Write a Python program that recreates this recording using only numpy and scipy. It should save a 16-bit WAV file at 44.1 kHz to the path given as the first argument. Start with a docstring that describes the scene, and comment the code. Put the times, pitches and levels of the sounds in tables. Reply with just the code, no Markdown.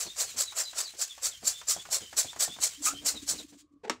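"""Quick hisses and thin whistles, about four a second: a plastic hand pump blows up a balloon.
Each push forces air through the nozzle, each pull makes the intake valve whistle, and the piston
taps as it turns round. The seal squeaks briefly and a faint hum wavers near the end.
Then the pump is put down on a table with a bump and a knock, all in a small room."""
import sys
import numpy as np
from scipy import signal
from scipy.fft import rfft, irfft
from scipy.io import wavfile
from scipy.ndimage import uniform_filter1d

SR = 44100
rng = np.random.default_rng(int(sys.argv[2]) if len(sys.argv) > 2 else 0)


def unload_audio(sound):
    """Save the sound as a 16-bit wav file, at the path given as the first command line argument."""
    columns = np.transpose(np.atleast_2d(sound))
    # keep every value between -1 and 1, then stretch to whole-number steps
    steps = np.round(np.clip(columns, -1, 1) * 32767)
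    wavfile.write(sys.argv[1], SR, steps.astype(np.int16))


N = 176400
TIME = np.arange(N) / SR

# Tone of the soft hiss of indrawn air and of sliding skin: (frequency [Hz], level [dB])
SOFT_HISS = [(200, -17.5), (400, -14), (1000, -12.5), (2200, -5), (4000, 1), (5200, -1.5), (7300, 4.5),
             (9000, -2.5), (11000, -13.5), (15500, -12)]


def pump_strokes():
    """A push drives a jet of air and rubs the piston along the barrel; a pull draws air in softly."""
    # Pushes: (start [s], rise [s], hold [s], nozzle hiss [dB], piston rub [dB], intake hiss [dB])
    pushes = [(-.02, 0.028, 0.017, -27, -43.5, -46), (0.157, 0.039, .028, -23.5, -39, -40.5),
              (0.355, 0.044, 0.02, -23, -41, -46), (0.54, 0.044, 0.029, -25.5, -39.5, -46.5),
              (0.742, 0.045, 0.025, -25.5, -39.5, -47.5), (0.967, 0.053, 0.0068, -25, -45, -47),
              (1.212, 0.037, 0.022, -23.5, -43, -54.5), (1.435, 0.043, 0.01, -21.5, -43, -45.5),
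              (1.667, 0.032, 0.02, -20, -41, -44.5), (1.898, 0.031, 0.025, -22.5, -40, -48),
              (2.162, 0.017, 0.025, -20, -41, -46), (2.385, 0.024, 0.033, -21.5, -42, -46),
              (2.597, 0.045, 0.0055, -19, -39.5, -45), (2.815, 0.049, 0.015, -21, -41, -50.5),
              (3.043, 0.028, 0.017, -19.5, -38.5, -46.5), (3.259, 0.039, 0.013, -23.5, -45.5, -43.5)]
    # Tones of the jet's high fizz, the piston and the sliding rod: (frequency [Hz], level [dB])
    fizz_tone = [(5000, -12), (9000, 0), (15500, 0)]
    rub_tone = [(100, -45), (300, -15.5), (450, 1), (650, 6), (900, -2.5), (1200, 1.5), (1800, -0.5),
                (2600, -3), (5000, -19.5)]
    rod_tone = [(1000, -14), (2200, -4), (4000, -1.5), (7300, 1), (10000, -10.5), (15500, -14.5)]
    jet = fizz = rub = intake = 0
    for start, rise, hold, jet_db, rub_db, intake_db in pushes:
        end = start + rise + hold
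        speed = ramp(start, rise)
        leak = from_db(-36.5) * arch(start - 0.02, 0.04)  # a little air escapes ahead of the push
        flow = speed ** 1.53 * fade(end, db_per_s=472.5) + leak
        jet += from_db(jet_db) * flow
        fizz += from_db(jet_db - 14) * flow ** 1.5  # faster air sounds brighter
        rub += from_db(rub_db) * speed * fade(end, db_per_s=370.5)
        intake += from_db(intake_db) * arch(end + 0.004, length=0.14)
    air = jet * nozzle_jet() + fizz * noise(fizz_tone)
    air += rub * noise(rub_tone) + intake * noise(SOFT_HISS)
    rod = from_db(-51) * fade(3.42, db_per_s=205) * noise(rod_tone)  # lasts until the pumping stops
    hiss = swirl(air + rod)
    flutter_db = 1.76 * drift(rate_hz=90)
    return hiss * from_db(flutter_db - 3.5)


def nozzle_jet():
    """Rushing air makes a broad hiss, and the nozzle rings at a few high pitches."""
    # Tone of the hiss: (frequency [Hz], level [dB])
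    jet_tone = [(500, -33.5), (1200, -18.5), (2800, -16.5), (3700, -10.5), (4600, -3), (5800, -9),
                (7400, -6.5), (8400, -3), (9300, -10.5), (11000, -14), (15500, -20)]
    # The nozzle's ringing: (pitch [Hz], width [Hz], level [dB])
    nozzle_rings = [(4820, 120, -31.5), (5460, 330, -6), (6126, 170, -1), (6780, 140, 0.5), (7300, 80, 3),
                    (7470, 100, 0.5), (7890, 130, 0.5), (8300, 160, -17), (9420, 90, -6.5)]
    white, rings = rng.standard_normal(N), 0
    for k, (hz, width, db) in enumerate(nozzle_rings):
        decay = np.exp(-np.pi * width / SR)
        feedback = [1, -2 * decay * np.cos(2 * np.pi * hz / SR), decay ** 2]
        rings += (-1) ** k * from_db(db) * (1 - decay ** 2) * signal.lfilter([1, 0, -1], feedback, white)
    return unit_level(noise(jet_tone) + from_db(2.5) * unit_level(rings))


def swirl(hiss, depth_db=2.4):
    """Swirling air favours narrow bands of pitch that keep changing."""
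    bands = signal.stft(hiss, nperseg=512)[2]
    patches = rng.standard_normal(bands.shape)
    for axis in (0, 1):  # smooth across pitch, then across time
        patches = uniform_filter1d(patches, 3, axis=axis)
    gains = unit_level(from_db(depth_db * unit_level(patches)))
    return signal.istft(bands * gains, nperseg=512)[1][:N]


def valve_and_seal():
    """The intake valve whistles with a slight rasp; the seal squeaks with an overtone."""
    # Valve whistles and seal squeaks: (start [s], length [s], first [Hz], last [Hz], level [dB])
    whistles = [(0.044, 0.058, 4340, 4330, -44), (0.071, 0.066, 3634, 3700, -44),
                (0.267, 0.049, 4400, 4000, -48.5), (0.452, 0.074, 4080, 3710, -39.5),
                (0.631, .035, 4700, 4920, -43.5), (0.647, 0.063, 4080, 3900, -38),
                (0.838, 0.038, 4940, 4170, -41), (0.859, 0.041, 4100, 4000, -42.5),
                (1.087, 0.054, 3670, 3260, -42.5), (1.307, 0.031, 3920, 3310, -47),
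                (1.323, 0.071, 3230, 3050, -48.5), (1.523, 0.096, 3493, 3580, -43),
                (1.767, 0.067, 3280, 3550, -44), (1.988, 0.12, 3190, 3045, -48.5),
                (2.269, 0.056, 3444, 3590, -41.5), (2.476, 0.1, 3375, 3646, -41),
                (2.712, 0.089, 2980, 3180, -51.5), (2.933, .085, 3080, 3216, -43),
                (3.149, 0.045, 4070, 3580, -38.5), (3.375, 0.045, 4200, 3510, -43)]
    squeaks = [(2.43, 0.044, 1756, 1850, -43.5), (2.859, 0.036, 1240, 1265, -27.5),
               (2.884, 0.048, 1310, 1396, -39.5)]
    wander = 0.011 * drift(rate_hz=200)
    rasp_hz, tones = 240, 0
    rasp = 1 + 0.42 * (drift(rasp_hz) + 1j * drift(rasp_hz))  # shakes both level and phase
    for row in whistles:
        level, phase = glide(*row, wander)
        tones += level * np.real(rasp * np.exp(1j * phase))
    for row in squeaks:
        level, phase = glide(*row, 2 * wander)
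        overtone = from_db(-10) * drift(rasp_hz) * np.sin(2 * phase)
        tones += level * (np.real(rasp * np.exp(1j * phase)) + overtone)
    flicker_db = 2 * drift(rate_hz=60)
    return tones * from_db(flicker_db - 4.5)


def piston_taps():
    """The rod knocks in the barrel: a round thump in the hands, a hollow knock and a short tick."""
    # Taps as the stroke turns: (time [s], thump [dB], knock [dB], tick [dB])
    taps = [(.062, -62, -42, -50), (.36, -49.5, -54, -50), (.521, -71, -65, -42.5),
            (.729, -57.5, -44, -44.5), (.937, -82, -46, -57), (1.178, -64, -38, -47),
            (1.429, -43, -32, -49.5), (1.612, -72, -58, -42.5), (1.764, -47.5, -23.5, -45),
            (1.852, -50, -44, -43), (1.888, -49.5, -31.5, -51), (2.006, -39.5, -45, -52),
            (2.128, -47, -29, -41), (2.246, -40, -24, -49.5), (2.329, -64, -59.5, -43),
            (2.362, -45.5, -28, -43.5), (2.478, -36, -26, -46), (2.561, -50, -48.5, -48.5),
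            (2.586, -47, -32, -45.5), (2.936, -38.5, -32.5, -75), (3.026, -48.5, -46, -65.5),
            (3.143, -39.5, -35, -50)]
    # The barrel's ringing: (pitch [Hz], level [dB], time to fade by 60 dB [s])
    barrel_modes = [(530, -21.5, .03), (712, -7, 0.02), (900, -36, .025), (1410, -31, .025)]
    # Tones of the thump and the tick: (frequency [Hz], level [dB])
    thump_tone = [(50, -4), (80, -5.5), (120, 0.5), (190, -3.5), (280, 2), (450, -3), (800, -30)]
    tick_tone = [(400, -7.5), (900, 8.5), (1800, 3), (4000, -5), (7500, -1.5), (10000, -18.5),
                 (15500, -25.5)]
    thump_rise_s, tick_rise_s = 0.0073, 0.0023
    thumps, ticks, knocks = 0, 0, []
    for at, thump_db, knock_db, tick_db in taps:
        thumps += from_db(thump_db - 10) * ramp(at, thump_rise_s) * fade(at + thump_rise_s, db_per_s=447)
        ticks += from_db(tick_db) * ramp(at, tick_rise_s) * fade(at + tick_rise_s, db_per_s=802)
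        knocks.append((at, knock_db))
    return thumps * noise(thump_tone) + strike(knocks, barrel_modes) + ticks * noise(tick_tone)


def hands():
    """Skin slides lightly over plastic and rubber, and rubs dully where the grip shifts."""
    # Slides and shifts of grip: (start [s], length [s], level [dB])
    slides = [(3.211, 0.04, -48.5), (3.476, 0.046, -56.5), (3.509, 0.072, -63.5), (3.571, 0.058, -56.5),
              (3.715, 0.036, -84)]
    grips = [(0.051, 0.039, -45.5), (0.333, 0.053, -54.5), (0.934, 0.035, -57), (1.415, 0.046, -53.5),
             (1.761, 0.036, -50), (2.006, 0.054, -53.5), (2.245, 0.03, -52), (2.478, 0.044, -57),
             (2.92, 0.036, -50.5), (3.009, 0.05, -53), (3.135, 0.046, -49.5), (3.294, 0.08, -47),
             (3.38, .05, -51.5), (3.517, 0.036, -56)]
    # Tone of the dull rub: (frequency [Hz], level [dB])
    grip_tone = [(60, -11), (120, -7.5), (200, 3.5), (300, -0.5), (450, 1), (700, -5.5), (1300, -13),
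                 (2500, -14.5), (5000, -15)]
    sliding = sum(from_db(db) * arch(start, length) for start, length, db in slides)
    gripping = sum(from_db(db) * arch(start, length) for start, length, db in grips)
    return sliding * noise(SOFT_HISS) + gripping * noise(grip_tone)


def set_down(knock_s=3.897):
    """The barrel scuffs down softly, then the hard end cracks on the table top and rattles out."""
    # Loudness of the scuff: (time [s], level [dB])
    landing = [(3.833, -65), (3.838, -46), (3.852, -37), (3.862, -45), (3.87, -54), (3.882, -38),
               (3.897, -64), (3.93, -68)]
    # Tones of the scuff and the crack: (frequency [Hz], level [dB])
    scuff_tone = [(170, -20), (230, 3.5), (320, -19), (430, 6.5), (600, -12), (880, -5), (1200, -22),
                  (1800, -16), (3500, -25.5), (8000, -34.5), (11000, -53)]
    crack_tone = [(250, 1.5), (600, 1), (1200, 2.5), (2500, 0), (4000, -7.5), (7500, -7.5), (10000, -25),
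                  (15500, -37)]
    # Ringing after the knock: (pitch [Hz], level [dB], time to fade by 60 dB [s])
    knock_modes = [(252, -3, 0.2), (322, -4.5, 0.12), (426, -11, 0.16), (568, -5, .09), (940, -7, .08),
                   (1094, -3, 0.077), (1290, 1, 0.096), (2250, 6, .04)]
    crack = from_db(-20.5) * fade(knock_s, db_per_s=2100)
    rattle = from_db(-36) * fade(knock_s, db_per_s=398)
    knock = strike([(knock_s, -34)], knock_modes)
    knock += (TIME >= knock_s) * (crack + rattle) * noise(crack_tone)
    scuff = curve(landing) * (TIME >= landing[0][0]) * noise(scuff_tone)
    bass_cut = signal.butter(4, 194, "high", fs=SR, output="sos")
    return scuff + signal.sosfilt(bass_cut, knock)


def room_echo(sound, ring_s=0.14, delay_s=0.0086, dull_hz=8000):
    """Nearby walls send back a short, slightly dull blur of echoes."""
    t = TIME[:SR // 2]
    tail = rng.standard_normal(len(t)) * np.exp(-np.log(1000) * t / ring_s) * (t > delay_s)
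    tail /= np.sqrt(np.sum(tail ** 2))
    tail = signal.sosfilt(signal.butter(2, dull_hz, fs=SR, output="sos"), tail)
    return from_db(-12) * signal.fftconvolve(sound, tail)[:N]


def faint_hum():
    """A low note near the end wavers in pitch and loudness."""
    # Rise and fall of the hum: (time [s], level [dB])
    swell = [(2.76, -56), (2.81, -56), (3.02, -48.5), (3.1, -60), (3.3, -50.5), (3.55, -56.5),
             (3.64, -68.5), (3.76, -59), (3.82, -74)]
    flicker_db = 6.5 * drift(rate_hz=31.2)
    level = curve(swell) * from_db(flicker_db - 4.5)
    level *= ramp(swell[0][0], 0.03) * fade(swell[-1][0], db_per_s=200)
    hz = 288.3 * (1 + 0.031 * drift(rate_hz=37))
    return level * np.sqrt(2) * np.sin(2 * np.pi * np.cumsum(hz) / SR)


def background():
    """Handling makes a low rumble over the quiet air of the room."""
    # Tones of the rumble and the room air: (frequency [Hz], level [dB])
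    rumble_tone = [(25, -22.5), (40, -5), (65, 4), (100, -1), (200, -12), (400, -16.5)]
    air_tone = [(60, 6), (300, -9.5), (600, -12.5), (900, -28), (1130, 3), (1400, -21), (2500, -24.5),
                (7000, -28), (15000, -44)]
    # Loudness of the rumble: (time [s], level [dB])
    rumble_level = [(0, -69), (.35, -66), (.55, -74.5), (1.1, -81), (1.25, -67.5), (2.3, -68.5),
                    (3.35, -62), (3.6, -81), (4, -66)]
    return noise(rumble_tone) * curve(rumble_level) + from_db(-77.5) * noise(air_tone)


def strike(hits, modes):
    """Blows (time [s], level [dB]) ring an object's natural pitches, each with slightly random force."""
    times, db = np.transpose(hits)
    ringing = np.zeros(N)
    for k, (hz, mode_db, ring_s) in enumerate(modes):
        clicks = np.full(N, 1e-18)
        clicks[(times * SR).astype(int)] = from_db(db + mode_db + rng.normal(0, 1, len(times)))
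        decay, angle = np.exp(-np.log(1000) / (ring_s * SR)), 2 * np.pi * hz / SR
        feedback = [1, -2 * decay * np.cos(angle), decay ** 2]
        ringing += (-1) ** k * signal.lfilter([0, np.sin(angle)], feedback, clicks)
    return ringing


def glide(start, length, first_hz, last_hz, db, wander):
    """The loudness and phase of one unsteady, sliding note."""
    hz = np.interp(TIME, [start, start + length], [first_hz, last_hz]) * (1 + wander)
    return np.sqrt(2) * from_db(db) * arch(start, length), 2 * np.pi * np.cumsum(hz) / SR


def noise(tone):
    """Noise of level 1, shaped by (frequency [Hz], level [dB]) points and falling away beyond them."""
    hz, db = np.transpose(tone)
    freqs = np.maximum(np.arange(N // 2 + 1) * SR / N, 1)
    edges = np.minimum(freqs / hz[0], 1) ** 2 * np.minimum(hz[-1] / freqs, 1) ** 2
    shape = from_db(np.interp(np.log(freqs), np.log(hz), db))
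    return unit_level(irfft(rfft(rng.standard_normal(N)) * edges * shape, N))


def drift(rate_hz):
    """A smooth random wobble of typical size 1."""
    decay = np.exp(-2 * np.pi * rate_hz / SR)
    return unit_level(signal.lfilter([1], [1, -2 * decay, decay ** 2], rng.standard_normal(N + SR))[SR:])


def arch(start, length):
    """A smooth swell and fade."""
    return np.sin(np.pi * ramp(start, length))


def ramp(start, length):
    """A straight climb from 0 to 1, then a hold."""
    return np.clip((TIME - start) / length, 0, 1)


def fade(start, db_per_s):
    """1 until the start, then a steady decay."""
    return from_db(-np.minimum(db_per_s * np.maximum(TIME - start, 0), 200))


def curve(points):
    """Loudness through (time [s], level [dB]) points."""
    return from_db(np.interp(TIME, *np.transpose(points)))


def from_db(db):
    """Turn decibels into a multiplier."""
    return 10 ** (np.asarray(db) / 20)


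def unit_level(x):
    """Scale to an average (rms) level of 1."""
    return x / np.sqrt(np.mean(x ** 2) + 1e-20)


def scene():
    """The pump close by, in its room."""
    pump = pump_strokes() + valve_and_seal() + piston_taps() + hands() + set_down()
    return (pump + room_echo(pump) + faint_hum() + background())[None]


def record(dry):
    """The highest treble is cut off steeply."""
    cutoff_hz = 15650
    return signal.sosfilt(signal.ellip(12, .1, 80, cutoff_hz, fs=SR, output="sos"), dry)


dry = scene()
out = record(dry)
unload_audio(out)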